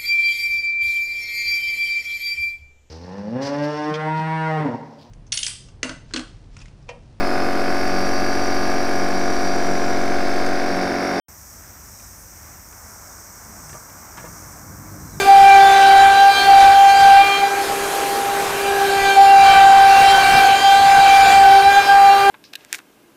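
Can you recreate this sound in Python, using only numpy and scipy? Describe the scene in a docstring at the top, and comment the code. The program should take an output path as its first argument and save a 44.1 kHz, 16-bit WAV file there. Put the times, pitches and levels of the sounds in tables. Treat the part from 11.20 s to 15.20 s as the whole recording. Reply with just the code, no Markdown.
"""A car's powered sliding door opens close to the microphone in a sunny car park. From the start,
cicadas hiss in the trees, one near insect ticks very high and fast, and distant traffic hums.
The lock snaps at 0.8 s; from 1.4 s the release motor whirs, then strains, and at 2.5 s the latch lets go.
At 3 s the door clunks out of its frame and rolls back along its rail, rumbling and faintly squeaking."""
import sys
import numpy as np
from scipy import signal
from scipy.fft import rfft, irfft, next_fast_len
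from scipy.io import wavfile
from scipy.ndimage import map_coordinates

SR = 44100
rng = np.random.default_rng(int(sys.argv[2]) if len(sys.argv) > 2 else 0)


def store_pcm(level_fs):
    """Save levels as 16-bit WAV."""
    pcm = np.round(np.clip(level_fs, -1, 1) * 32767).astype(np.int16)
    wavfile.write(sys.argv[1], SR, np.atleast_2d(pcm).T)


N = 176400

# Latch and door contacts. Each row: start in seconds, level in dB, tilt in dB per octave, thump in dB.
CONTACTS = [(2.494, -48, 5, -52), (2.529, -46, 6.5, -36), (2.543, -42, -6, -38), (2.551, -41.5, -7, -56),
            (2.746, -56, -8, -66), (2.972, -40.5, 5, -51), (2.977, -36.5, -3, -43), (2.981, -41.5, 4, -58),
            (2.987, -45.5, 0, -55), (2.997, -40, 0, -46), (3.009, -45, 3, -43), (3.029, -46, 0, -55),
            (3.041, -45, -13, -50), (3.049, -41.5, 0, -47), (3.061, -43, -2.5, -49), (3.069, -50, -1, -46),
            (3.083, -58, -2, -45)]
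# Modes of the door's metal and panel. Each row: frequency in Hz, relative dB, seconds to fall 60 dB.
METAL_MODES = [(493.5, -8, 0.11), (615, -8, 0.12), (640, -9, 0.11), (942, -1, .12), (1173, 4, 0.14),
               (1410, -11, 0.094), (1696, 2.5, 0.094), (2150, -1, 0.091), (2400, -24, 0.094),
               (2730, -8, 0.084), (3115, -17, 0.076), (3700, -26, .08), (4600, -18, .06)]
PANEL_MODES = [(125, -0.5, 0.099), (179, -1, 0.072), (362, -11, 0.076)]
# Snaps of the lock. Each row: start in seconds, level in dB.
LOCK_SNAPS = [(0.799, -41.5), (1.528, -45), (2.495, -45), (2.531, -48), (2.698, -44.5), (2.977, -40)]
# Loudness of the rollers and the gears. Each row: time in seconds, level in dB.
ROLL_LEVELS = [(2.2, -61), (2.3, -54), (2.92, -59), (3.07, -47), (3.3, -50.5), (3.53, -40), (3.7, -44),
               (3.82, -42.5), (3.96, -39)]
WHIR_LEVELS = [(1.42, -64), (1.54, -48.5), (1.8, -48.5), (2.15, -49.5), (2.5, -47), (2.8, -47.5),
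               (3.2, -46), (3.6, -46.5), (4, -47)]
# The door drive's run. Each row: time in seconds, share of full speed, gain in dB.
DRIVE_RUN = [(3.08, 0.94, -22), (3.2, 0.99, -9), (3.44, 0.93, -5.5), (3.58, 0.97, -4), (3.75, 0.99, 1.5),
             (3.87, .92, -5.5), (4, 0.67, -1)]
# Tones of the drive at full speed. Each row: frequency in Hz, level in dB before that gain.
DRIVE_TONES = [(98, -47), (146, -48.5), (197, -52), (318, -50.5), (555, -58), (1184, -62)]
# The motor's hum under load. Each row: time in seconds, pitch in Hz, level in dB.
MOTOR_STRAIN = [(2.2, 214, -75), (2.28, 216, -54.5), (2.36, 220, -51), (2.41, 166, -52.5), (2.53, 143, -48),
                (2.59, 150, -57.5), (2.66, 149, -54), (2.85, 152, -68), (3.0, 190, -55), (3.08, 165, -50),
                (3.3, 158, -60)]
# Squeaks. Each row: midpoint in seconds, length in seconds, pitch in Hz, level in dB.
SQUEAKS = [(.81, .22, 3900, -68.5), (1.01, .1, 9600, -58), (1.92, .05, 3620, -68), (3.72, .06, 4450, -64),
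           (3.855, .14, 4220, -67), (3.935, 0.063, 4100, -63), (3.982, .13, 3700, -69)]
# Noise spectra of the car, close by. Each row: frequency in Hz, relative level in dB.
CLATTER_COLOUR = [(150, -6), (500, -8), (1100, 1.5), (1900, -2.5), (2800, -12), (4500, -20), (9000, -26)]
SNAP_COLOUR = [(1200, 2), (2200, 2), (2900, -6.5), (4600, -14)]
ROLL_COLOUR = [(30, -30), (55, -3), (100, 1.5), (150, 1.5), (210, -3.5), (300, -7.5), (400, -13),
               (700, -36), (2000, -52)]
BOOM_COLOUR = [(38, -10), (50, 0), (70, -5)]
WHIR_COLOUR = [(200, -2.5), (450, -7.5), (650, -2.5), (850, -2), (1100, 0), (1600, -3), (1900, -13.5),
               (2250, -9.5), (2700, -38), (4000, -51)]
# One wing cycle of the near insect. Each row: tick time as a share of the cycle, relative level in dB.
WING_TICKS = [(0, 0), (.315, -.5), (.53, -.7), (.747, 0)]
# Tick echoes off flat surfaces. Each row: delay at the microphone in seconds, gain in dB.
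TICK_REFLECTIONS = [(.0008, -17), (.0068, -17), (.0073, -17), (.0141, -8)]
# Contours of the cicada chorus and its upper edge. Each row: time in seconds, base level in dB.
CHORUS_LEVELS = [(0.1, -48), (0.3, -45.5), (0.56, -47), (0.82, -44.5), (0.96, -46.5), (1.2, -46),
                 (1.42, -47), (1.72, -45), (1.95, -44.5), (2.28, -45.5), (2.52, -43), (2.68, -46),
                 (2.95, -45.5), (3.2, -44), (3.45, -46), (3.62, -47), (3.85, -46), (3.95, -45.5)]
EDGE_LEVELS = [(0.1, -59.5), (0.3, -54.5), (0.52, -60.5), (0.68, -56), (0.9, -56), (1.02, -55), (1.12, -58),
               (1.45, -58), (1.72, -55), (1.82, -57.5), (2.2, -57), (2.58, -54.5), (2.77, -58.5),
               (3.0, -57.5), (3.22, -53.5), (3.38, -55.5), (3.6, -58), (3.98, -55.5)]
# Noise spectra of the far insects and the road. Each row: frequency in Hz, relative level in dB.
CHORUS_COLOUR = [(3900, -26), (4800, -12), (5300, -2.5), (5800, 1.5), (6400, -1), (6700, -2.5),
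                 (7500, -5.5), (8300, -2.5), (8800, -8), (9400, -45)]
EDGE_COLOUR = [(7500, -18), (9000, 3), (10000, -1), (11200, -2), (12500, -6)]
FIZZ_COLOUR = [(11000, -21), (12700, 1.5), (14500, 5), (15700, -13)]
ROAD_COLOUR = [(22, -11), (33, -21), (45, -8.5), (75, 2.5), (100, -4), (125, -9.5), (200, -11.5),
               (300, -14.5), (430, -18.5), (650, -15.5), (1440, -15.5), (2200, -20.5), (2900, -32),
               (4200, -35)]
# An engine idling far off. Each row: frequency in Hz, level in dB.
ENGINE_TONES = [(48.4, -56), (96.9, -58)]

ATTACK_S = .00046  # rise of every contact and snap


def amp(db):
    """Decibels to gain."""
    return 10 ** (np.asarray(db) / 20)


def unit(x):
    """Scaled to rms 1."""
    return x / np.sqrt(np.mean(x ** 2) + 1e-20)


def curves(rows):
    """One value per sample for each column after the time."""
    times, *columns = np.transpose(rows)
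    return [np.interp(np.arange(N) / SR, times, column) for column in columns]


def wobble(rate):
    """A smooth random curve, rate knots a second."""
    return map_coordinates(rng.standard_normal(int(N * rate / SR) + 4), [np.arange(N) * rate / SR])


def filtered(x, response):
    """x with its spectrum multiplied by response(hz)."""
    size = next_fast_len(len(x) + 8192)
    return irfft(rfft(x, size) * response(np.fft.rfftfreq(size, 1 / SR)), size)[:len(x)]


def noise(colour, size=N):
    """Noise of rms 1 with a (Hz, dB) spectrum that falls away outside its points."""
    points, db = np.transpose(colour)
    log_hz = np.log(np.r_[points[0] / 2, points, points[-1] * 2])
    db = np.r_[db[0] - 60, db, db[-1] - 60]
    white = rng.standard_normal(size)
    return unit(filtered(white, lambda hz: amp(np.interp(np.log(hz + 1), log_hz, db))))


def echo(x, db, t60):
    """A short, diffuse answer from around the car park."""
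    age = np.arange(SR // 20) / SR
    tail = rng.standard_normal(len(age)) * amp(-60 * age / t60)
    return amp(db) * signal.fftconvolve(x, tail / np.linalg.norm(tail))[:N]


def tone(hz):
    """A sine of rms 1 that follows a pitch curve."""
    return np.sqrt(2) * np.sin(2 * np.pi * (np.cumsum(hz) / SR + rng.random()))


def ring(modes, t):
    """Decaying modes, a little different at every blow."""
    return sum(amp(db + rng.normal(0, 2.8) - 60 * t / t60) * np.sin(2 * np.pi * (hz * t + rng.random()))
               for hz, db, t60 in modes)


def latch(ring_db=-7.5, clatter_t60=.07):
    """Close by, every contact rings the metal, clatters inside the door and thumps its panel."""
    out, t = np.zeros(N + SR), np.arange(SR // 3) / SR
    attack = 1 - np.exp(-t / ATTACK_S)
    for start, db, tilt_db, thump_db in CONTACTS:
        metal = amp(ring_db) * ring(METAL_MODES, t)
        clatter = noise(CLATTER_COLOUR, len(t)) * amp(-60 * t / clatter_t60)
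        blow = filtered(metal + clatter, lambda hz: amp(tilt_db * np.log2(np.clip(hz, 450, 4000) / 1400)))
        thump = amp(thump_db) * ring(PANEL_MODES, t)
        out[round(start * SR):][:len(t)] += (amp(db) * blow + thump) * attack
    return out[:N]


def lock_pawl(t60=.033):
    """The lock's pawl snaps: short, dry and bright."""
    out, t = np.zeros(N + SR), np.arange(SR // 10) / SR
    attack = 1 - np.exp(-t / ATTACK_S)
    for start, db in LOCK_SNAPS:
        out[round(start * SR):][:len(t)] += noise(SNAP_COLOUR, len(t)) * amp(db - 60 * t / t60) * attack
    return out[:N]


def door_slide(lumps_db=1.6, flutter_db=2.2, waver=.013):
    """Rollers rumble through the panel and boom in the cabin when they run hard; the drive hums."""
    roll_db, = curves(ROLL_LEVELS)
    speed, drive_db = curves(DRIVE_RUN)
    rumble = amp(roll_db) * unit(amp(lumps_db * wobble(25)) * noise(ROLL_COLOUR))
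    hum = sum(amp(drive_db + db + flutter_db * wobble(22.1)) * tone(hz * speed * (1 + waver * wobble(35)))
              for hz, db in DRIVE_TONES)
    boom_db = -42 + 3.9 * (roll_db - roll_db.max())  # 3.9 dB of boom for each dB of rumble
    return rumble + amp(boom_db) * noise(BOOM_COLOUR) + hum


def release_motor():
    """Gears whir; the hum sags as the motor pulls the latch, and again as it pushes the door out."""
    whir_db, = curves(WHIR_LEVELS)
    hz, hum_db = curves(MOTOR_STRAIN)
    whir = amp(whir_db) * unit(amp(.57 * wobble(90)) * noise(WHIR_COLOUR))
    hum = amp(hum_db + .5 * wobble(30.56)) * tone(hz * (1 + .011 * wobble(39.74)))
    return whir + hum


def squeaks(fall_per_s=.3, scatter=.028, flutter_db=3.5):
    """Faint, scratchy squeaks swell, fade and sink in pitch."""
    out, t = np.zeros(N), np.arange(N) / SR
    for middle, length, hz, db in SQUEAKS:
        offset = np.clip(t - middle, -length / 2, length / 2)
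        pitch = hz * (1 - fall_per_s * offset + scatter * (.5 * wobble(70) + wobble(900)))
        out += np.cos(np.pi * offset / length) * amp(db + flutter_db * wobble(120)) * tone(pitch)
    return out


def near_insect(cycle_s=.0388, tick_hz=13600, width_s=.00014, tick_db=-34.4):
    """Near the microphone, wings beat out a limping pattern of ticks that the surroundings throw back."""
    count = int(N / SR / cycle_s) + 2
    starts = np.cumsum(cycle_s * (1 + .0025 * rng.standard_normal(count))) - cycle_s
    share, db = np.transpose(WING_TICKS)
    jitter_s = rng.normal(0, 2e-5, (count, len(db)))
    times = (starts[:, None] + cycle_s * share + jitter_s).reshape(-1, 1)
    gains = amp(tick_db + db + rng.normal(0, .6, jitter_s.shape)).reshape(-1, 1)
    index = np.round(times * SR).astype(int) + np.arange(-32, 33)  # the samples around each tick
    t = index / SR - times
    pulses = gains * np.exp(-.5 * (t / width_s) ** 2) * np.cos(2 * np.pi * tick_hz * t)
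    ticks = np.bincount(np.abs(index).ravel(), pulses.ravel(), N)[:N]
    reflections = filtered(ticks, lambda hz: sum(amp(db) * np.exp(-2j * np.pi * hz * delay)
                                                 for delay, db in TICK_REFLECTIONS))
    return ticks + reflections + echo(ticks, db=-6, t60=.05)


def cicadas(swell=1.3, edge_lift_db=1, rasp_db=.6):
    """Off in the trees, many cicadas merge into a swelling hiss with a fine rasp and a short echo."""
    hiss_db, = curves(CHORUS_LEVELS)
    edge_db, = curves(EDGE_LEVELS)
    hiss_db = hiss_db.mean() + swell * (hiss_db - hiss_db.mean())
    hiss = amp(hiss_db) * noise(CHORUS_COLOUR) + amp(edge_db + edge_lift_db) * noise(EDGE_COLOUR)
    hiss += echo(hiss, db=-14, t60=.05)
    return hiss * unit(amp(rasp_db * wobble(500)))


def far_insects(db=-55.5):
    """More of the ticking insects, so far off that they blur into a steady fizz."""
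    return amp(db) * noise(FIZZ_COLOUR)


def traffic(road_db=-47.5):
    """Road noise and an idling engine, far from the microphone."""
    road = amp(road_db + 1.43 * wobble(5.43)) * noise(ROAD_COLOUR)
    engine = sum(amp(db + 1.6 * wobble(4.06)) * tone(hz * (1 + .008 * wobble(3.34)))
                 for hz, db in ENGINE_TONES)
    return road + engine


def scene():
    """The door in front, insects and traffic around it, in mono."""
    ambience = cicadas() + far_insects() + near_insect() + traffic()
    return (ambience + release_motor() + door_slide() + squeaks() + latch() + lock_pawl())[None]


def record(dry):
    """The microphone opens a moment late and keeps nothing above its band limit."""
    opens_s, top_hz = .084, 15750
    is_open = np.arange(N) / SR > opens_s
    return filtered(dry[0] * is_open, lambda hz: hz < top_hz)[None]


dry = scene()
out = record(dry)
store_pcm(out)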